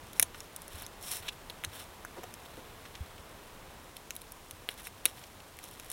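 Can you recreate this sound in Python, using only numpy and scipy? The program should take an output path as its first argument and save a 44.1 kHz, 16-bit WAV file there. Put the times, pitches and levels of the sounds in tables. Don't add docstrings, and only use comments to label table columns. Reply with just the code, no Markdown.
import sys
import numpy as np
from scipy import signal
from scipy.fft import rfft, irfft
from scipy.io import wavfile

SR = 44100
rng = np.random.default_rng(int(sys.argv[2]) if len(sys.argv) > 2 else 0)


def int16_out(signal):
    q = np.round(np.clip(np.atleast_2d(signal).T, -1, 1) * 32767)
    wavfile.write(sys.argv[1], SR, q.astype(np.int16))


N = 261072


def amp(db):
    return 10 ** (np.asarray(db) / 20)


def unit(x):
    return x / np.sqrt(np.mean(x ** 2) + 1e-20)


def add(mix, s, sound):
    part = mix[max(round(s * SR), 0):][:len(sound)]
    part += sound[:len(part)]


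def colour(x, points):
    hz, db = np.transpose(points)
    f = np.fft.rfftfreq(len(x), 1 / SR)
    gain = amp(np.interp(np.log(f + 1), np.log(hz + 1), db))
    return unit(irfft(rfft(x) * gain, len(x)))


def ring(hz, width_hz, size=600):
    t = np.arange(size) / SR
    mode = np.exp(-np.pi * width_hz * t) * np.sin(2 * np.pi * hz * t)
    wave = np.diff(mode, prepend=0)
    return wave / np.linalg.norm(wave)


def thud(hz, width_hz, size=600):
    t = np.arange(size) / SR
    wave = np.exp(-np.pi * width_hz * t) * np.sin(2 * np.pi * hz * t)
    return wave / np.linalg.norm(wave)


def slips(length, per_s, spread_db):
    chance = rng.random(length)
    size = rng.exponential(1, length)
    sign = rng.choice([-1, 1], length)
    return (chance < per_s / SR) * sign * amp(spread_db * np.minimum(size, 4))


# (time [s], tick energy [dB], splinter energy [dB], stem energy [dB], stem pitch [Hz])
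FIBRE_CRACKS = [(0.1331, -28, -29, -32.5, 3770), (0.1973, 5, -4.5, -4, 2390), (0.216, -14, -31, -29, 3790),
                (0.2247, -12, -22, -23, 3570), (0.2264, -2, -9, -16, 3570), (0.228, 2.5, -5, -5, 3600),
                (0.4047, -38, -20, -27, 3500), (0.5631, -16, -25, -29, 4180),
                (0.6193, -25, -26.5, -34, 3700), (0.6805, -24.5, -31, -27.5, 2120),
                (0.8222, -22, -24, -26, 1810), (0.8649, -24.5, -21, -26.5, 3890),
                (1.0272, -21.5, -30, -38, 1180), (1.1142, -20, -28, -27, 2970),
                (1.1167, -12, -19, -28, 3470), (1.1362, -17.5, -26.5, -24, 2220),
                (1.1696, -18, -25, -25.5, 2710), (1.4989, -35.5, -28.5, -18, 4400),
                (1.5029, -28, -40, -20, 3270), (1.638, -27, -26, -13.5, 2370),
                (1.6443, -25, -27, -13, 1720), (1.6481, -24, -12.5, -12.5, 3760),
                (2.0498, -25.5, -26, -17.5, 1460), (2.2345, -31, -29, -29.5, 2050),
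                (2.2391, -34, -27.5, -29, 3420), (2.34, -26, -24, -29.5, 2710),
                (3.9679, -21.5, -50, -34, 4200), (4.1069, -24, -16, -17, 2500),
                (4.1533, -23, -42, -38, 2150), (4.1645, -17, -39, -25, 3630),
                (4.2176, -24, -36.5, -29.5, 4230), (4.321, -18, -32, -33, 1210),
                (4.5105, -21, -24.5, -24, 3560), (4.6892, -16, -42, -9, 3160),
                (4.8708, -19, -35, -20.5, 2460), (5.0553, 2.5, -16, -6.5, 2730),
                (5.0562, -16, -13, -3.5, 3150), (5.0593, -14, -10, -6, 3830),
                (5.5889, -26.5, -30, -25.5, 2340), (5.6406, -22.5, -27, -30, 3680),
                (5.7985, -27, -23.5, -25.5, 2570), (5.9016, -15, -24, -31, 4050),
                (5.916, -15.5, -25, -26, 4090)]
TICK_HZ, TICK_SCATTER = 9960, 0.12


def cracks(rows, tick_width_hz=1600, top_hz=14800, top_width_hz=3500, top_db=-9, splinter_hz=6200,
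           splinter_width_hz=1900, stem_width_hz=750, flex_ratio=0.46, flex_width_hz=550, flex_db=-10,
           twist_ratio=1.59, twist_width_hz=700, twist_db=-11, grip_hz=420, grip_width_hz=650, grip_db=-12,
           tear_db=-7, tear_s=0.0014, ragged_db=4, clean_db=-8, lowest_hz=110):
    out = np.zeros(N)
    t = np.arange(400) / SR
    grip = amp(grip_db) * ring(grip_hz, grip_width_hz)
    for s, tick_db, splinter_db, stem_db, stem_hz in rows:
        ragged = max(tick_db, stem_db) < clean_db
        tick_hz = TICK_HZ * (1 + ragged * TICK_SCATTER * (2 * rng.random() - 1))
        tick = ring(tick_hz, tick_width_hz) - amp(top_db) * ring(top_hz, top_width_hz)
        splinter = ring(splinter_hz, splinter_width_hz)
        flex = amp(flex_db) * thud(flex_ratio * stem_hz, flex_width_hz)
        twist = amp(twist_db) * thud(twist_ratio * stem_hz, twist_width_hz)
        stem = thud(stem_hz, stem_width_hz) - flex - twist
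        tear = slips(len(t), per_s=12000, spread_db=6) * np.exp(-t / tear_s)
        force = amp(tear_db + ragged * ragged_db) * tear / (np.linalg.norm(tear) + 1e-9)
        force[0] = 1
        body = amp(tick_db) * tick + amp(splinter_db) * splinter + amp(stem_db) * (stem + grip)
        add(out, s, np.convolve(force / np.linalg.norm(force), body))
    return signal.lfilter(*signal.butter(2, lowest_hz, "highpass", fs=SR), out)


# (start [s], end [s])
BENDING_SPANS = [(0.02, 0.19), (0.7, 0.9), (4.7, 5.05), (5.56, 5.92)]
FRAYS_PER_S, FRAY_STEM_HZ = 16, 3400
FRAY_TICK_DB, FRAY_SPLINTER_DB, FRAY_STEM_DB = -30, -41, -38
FRAY_SPREAD_DB = 1


def frays():
    rows = []
    for start, end in BENDING_SPANS:
        count = round(FRAYS_PER_S * (end - start))
        for when, strength, pitch in rng.random((count, 3)):
            s = start + (end - start) * when
            db = FRAY_SPREAD_DB * (2 * strength - 1)
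            stem_hz = FRAY_STEM_HZ * 2 ** (pitch - .5)
            rows.append((s, FRAY_TICK_DB + db, FRAY_SPLINTER_DB + db, FRAY_STEM_DB + db, stem_hz))
    return rows


# (start [s], length [s], level of brushing needles [dB], level of sliding stems [dB])
HAND_STROKES = [(0.01, 0.29, -61.5, -66), (0.329, 0.17, -59.5, -60), (0.683, 0.2, -53.5, -51),
                (0.999, 0.26, -46.5, -52.5), (1.045, 0.17, -42, -50.5), (1.213, 0.093, -57.5, -48.5),
                (1.711, 0.16, -52, -51), (1.9, 1.66, -91.5, -62.5), (4.677, 0.077, -57, -54),
                (4.767, 0.063, -58, -52.5), (4.835, 0.058, -49.5, -54.5), (5.041, 0.095, -53, -51.5),
                (5.116, 0.19, -60.5, -58), (5.616, 0.073, -52, -55.5), (5.66, 0.33, -60, -59),
                (5.889, 0.091, -53, -51)]
# (frequency [Hz], density [dB per Hz])
NEEDLE_SPECTRUM = [(300, -25), (2000, -10), (4300, -5), (5500, 1), (6400, -8), (8200, -1), (10500, 0),
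                   (13000, -5), (16000, -6)]
# (frequency [Hz], density [dB per Hz])
STEM_SPECTRUM = [(150, -10), (600, 2.5), (1500, 2.5), (2400, 1.5), (3400, 3.5), (4500, -3.5), (6000, -14),
                 (9000, -8.5), (16000, -7.5)]
HELD_NEEDLES_DB, HELD_STEMS_DB = -69, -66
CATCHES_PER_S, CATCH_DB = 70, 2.2


def rustle():
    needles, stems = amp(HELD_NEEDLES_DB) ** 2, amp(HELD_STEMS_DB) ** 2
    for start, length, needles_db, stems_db in HAND_STROKES:
        move = stroke(start, length)
        needles = needles + (amp(needles_db) * move) ** 2
        stems = stems + (amp(stems_db) * move) ** 2
    catch_position = np.arange(N) / SR * CATCHES_PER_S
    catch_db = CATCH_DB * np.interp(catch_position, np.arange(N), rng.standard_normal(N))
    brushing = grains(10 * np.log10(needles) + catch_db, NEEDLE_SPECTRUM)
    sliding = grains(10 * np.log10(stems) + catch_db, STEM_SPECTRUM, fewest_per_s=680)
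    return brushing + sliding


def stroke(start, length, attack=0.22, release=0.45):
    progress = (np.arange(N) / SR - start) / length
    return np.clip(progress / attack, 0, 1) * np.clip((1 - progress) / release, 0, 1)


def grains(level_db, spectrum, fewest_per_s=220, merge_db=-49, spread_db=3.3):
    per_s = np.clip(9000 * amp(level_db - merge_db) ** 2.5, fewest_per_s, 9000)
    even_power = slips(N, per_s, spread_db) / np.sqrt(per_s)
    return amp(level_db) * colour(even_power, spectrum)


# (middle [s], length [s], level [dB], resonance [Hz], resonance width [Hz])
SHORT_RUBS = [(0.348, 0.013, -44.5, 1660, 2200), (1.288, 0.027, -35, 3260, 1100),
              (2.181, 0.047, -46.5, 700, 600), (2.191, 0.039, -44.5, 364, 60),
              (2.239, 0.027, -44.5, 676, 700), (2.585, .036, -46.5, 290, 700),
              (2.859, 0.023, -49, 1970, 3000), (2.956, 0.016, -46, 3020, 2200),
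              (3.183, .014, -53.5, 2980, 2220), (3.968, 0.011, -46.5, 3330, 2200),
              (4.856, 0.013, -53, 5500, 6000), (5.24, 0.015, -50.5, 3500, 4000),
              (5.403, 0.0079, -52, 3440, 1500)]


def rubs(grit_db=-17, grit_hz=3700, grit_width_hz=3000, cutoff_ratio=0.6):
    out = np.zeros(N)
    for s, length, db, hz, width_hz in SHORT_RUBS:
        t = np.arange(0, length, 1 / SR)
        force = slips(len(t), per_s=3000, spread_db=4.0) * np.sin(np.pi * t / length) ** 2
        response = thud(hz, width_hz) + amp(grit_db) * ring(grit_hz, grit_width_hz)
        body = np.convolve(force, response)
        body = signal.lfilter(*signal.butter(2, cutoff_ratio * hz, "highpass", fs=SR), body)
        add(out, s - length / 2, amp(db) * body * np.sqrt(len(t) / 2) / (np.linalg.norm(body) + 1e-9))
    return out


# (time [s], pitch [Hz], peak level [dB])
SQUEAK_GLIDE = [(0.827, 3530, -69), (.84, 4376, -49), (0.849, 5100, -45), (.858, 5390, -72)]


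def squeak():
    s, hz, db = np.transpose(SQUEAK_GLIDE)
    t = np.arange(N) / SR
    phase = 2 * np.pi * np.cumsum(np.interp(t, s, hz)) / SR
    sounding = (t > s[0]) * (t < s[-1])
    return amp(np.interp(t, s, db)) * sounding * np.sin(phase)


# (time [s], envelope peak [dB], pitch [Hz])
BODY_BUMPS = [(.03, -46, 109), (0.743, -37.5, 78.4), (1.2, -49.5, 73.6), (1.669, -40.5, 90),
              (3.006, -32, 75.5), (3.192, -46.5, 76.5), (4.53, -47, 87)]


def bumps(rise_s=0.0071):
    out = np.zeros(N)
    t = np.arange(SR // 6) / SR
    envelope = t / rise_s * np.exp(1 - t / rise_s)
    for s, db, hz in BODY_BUMPS:
        add(out, s, -amp(db) * envelope * np.sin(2 * np.pi * hz * t))
    return out


def surroundings(x, near_db=-15, near_delay_s=.0036, near_t60=0.0079, far_db=-21, far_t60=0.066):
    t = np.arange(SR // 3) / SR
    spectrum = [(200, 6), (3500, -4), (7000, 0.0), (16000, -10)]  # (Hz, dB)
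    near, far = (colour(rng.standard_normal(len(t)), spectrum) * amp(-60 * t / t60)
                 for t60 in (near_t60, far_t60))
    response = amp(near_db) * near / np.linalg.norm(near) + amp(far_db) * far / np.linalg.norm(far)
    out = x.copy()
    add(out, near_delay_s, signal.fftconvolve(x, response))
    return out


# (frequency [Hz], density [dB per Hz])
AIR_SPECTRUM = [(12, -30), (20, 3), (81, -3.5), (113, -4), (240, -7.5), (435, -6.5), (730, -8),
                (1020, -7.5), (1350, -12), (2100, -15.5), (3100, -19), (4000, -26), (5000, -19.5),
                (5600, -52), (16000, -43)]
AIR_DB = -52
QUIETER_S, QUIETER_DB = 3.9, -2.24


def air(drone_hz=84, drone_width_hz=16, drone_db=-65):
    level = amp(AIR_DB + QUIETER_DB * (np.arange(N) / SR > QUIETER_S))
    wash = level * colour(rng.standard_normal(N), AIR_SPECTRUM)
    resonance = ring(drone_hz, drone_width_hz, size=8000)
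    drone = signal.fftconvolve(rng.standard_normal(N), resonance)[:N]
    return wash + amp(drone_db) * unit(drone)


def scene():
    outdoors = air()
    hands = rustle() + rubs() + squeak() + cracks(FIBRE_CRACKS + frays())
    mono = surroundings(hands) + bumps() + outdoors
    return np.array([mono, mono])


# (frequency [Hz], width [Hz], gain [dB])
HOUSING_MODES = [(3850, 750, 3.5), (4780, 800, -12), (5480, 450, 4)]
# (frequency [Hz], density [dB per Hz])
HISS_SPECTRUM = [(1000, -3), (6000, -1), (9000, -2), (16000, -5.5)]
HISS_DB, EDGE_HZ = -59, 16100


def record(dry):
    out = dry
    for hz, width_hz, db in HOUSING_MODES:
        resonance = signal.lfilter(*signal.iirpeak(hz, hz / width_hz, SR), out)
        out = out + (amp(db) - 1) * resonance
    out = out + amp(HISS_DB) * colour(rng.standard_normal(N), HISS_SPECTRUM)
    lowpass = signal.firwin(255, EDGE_HZ, window=("kaiser", 9), fs=SR)
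    return signal.oaconvolve(out, lowpass[None], "same")


dry = scene()
out = record(dry)
int16_out(out)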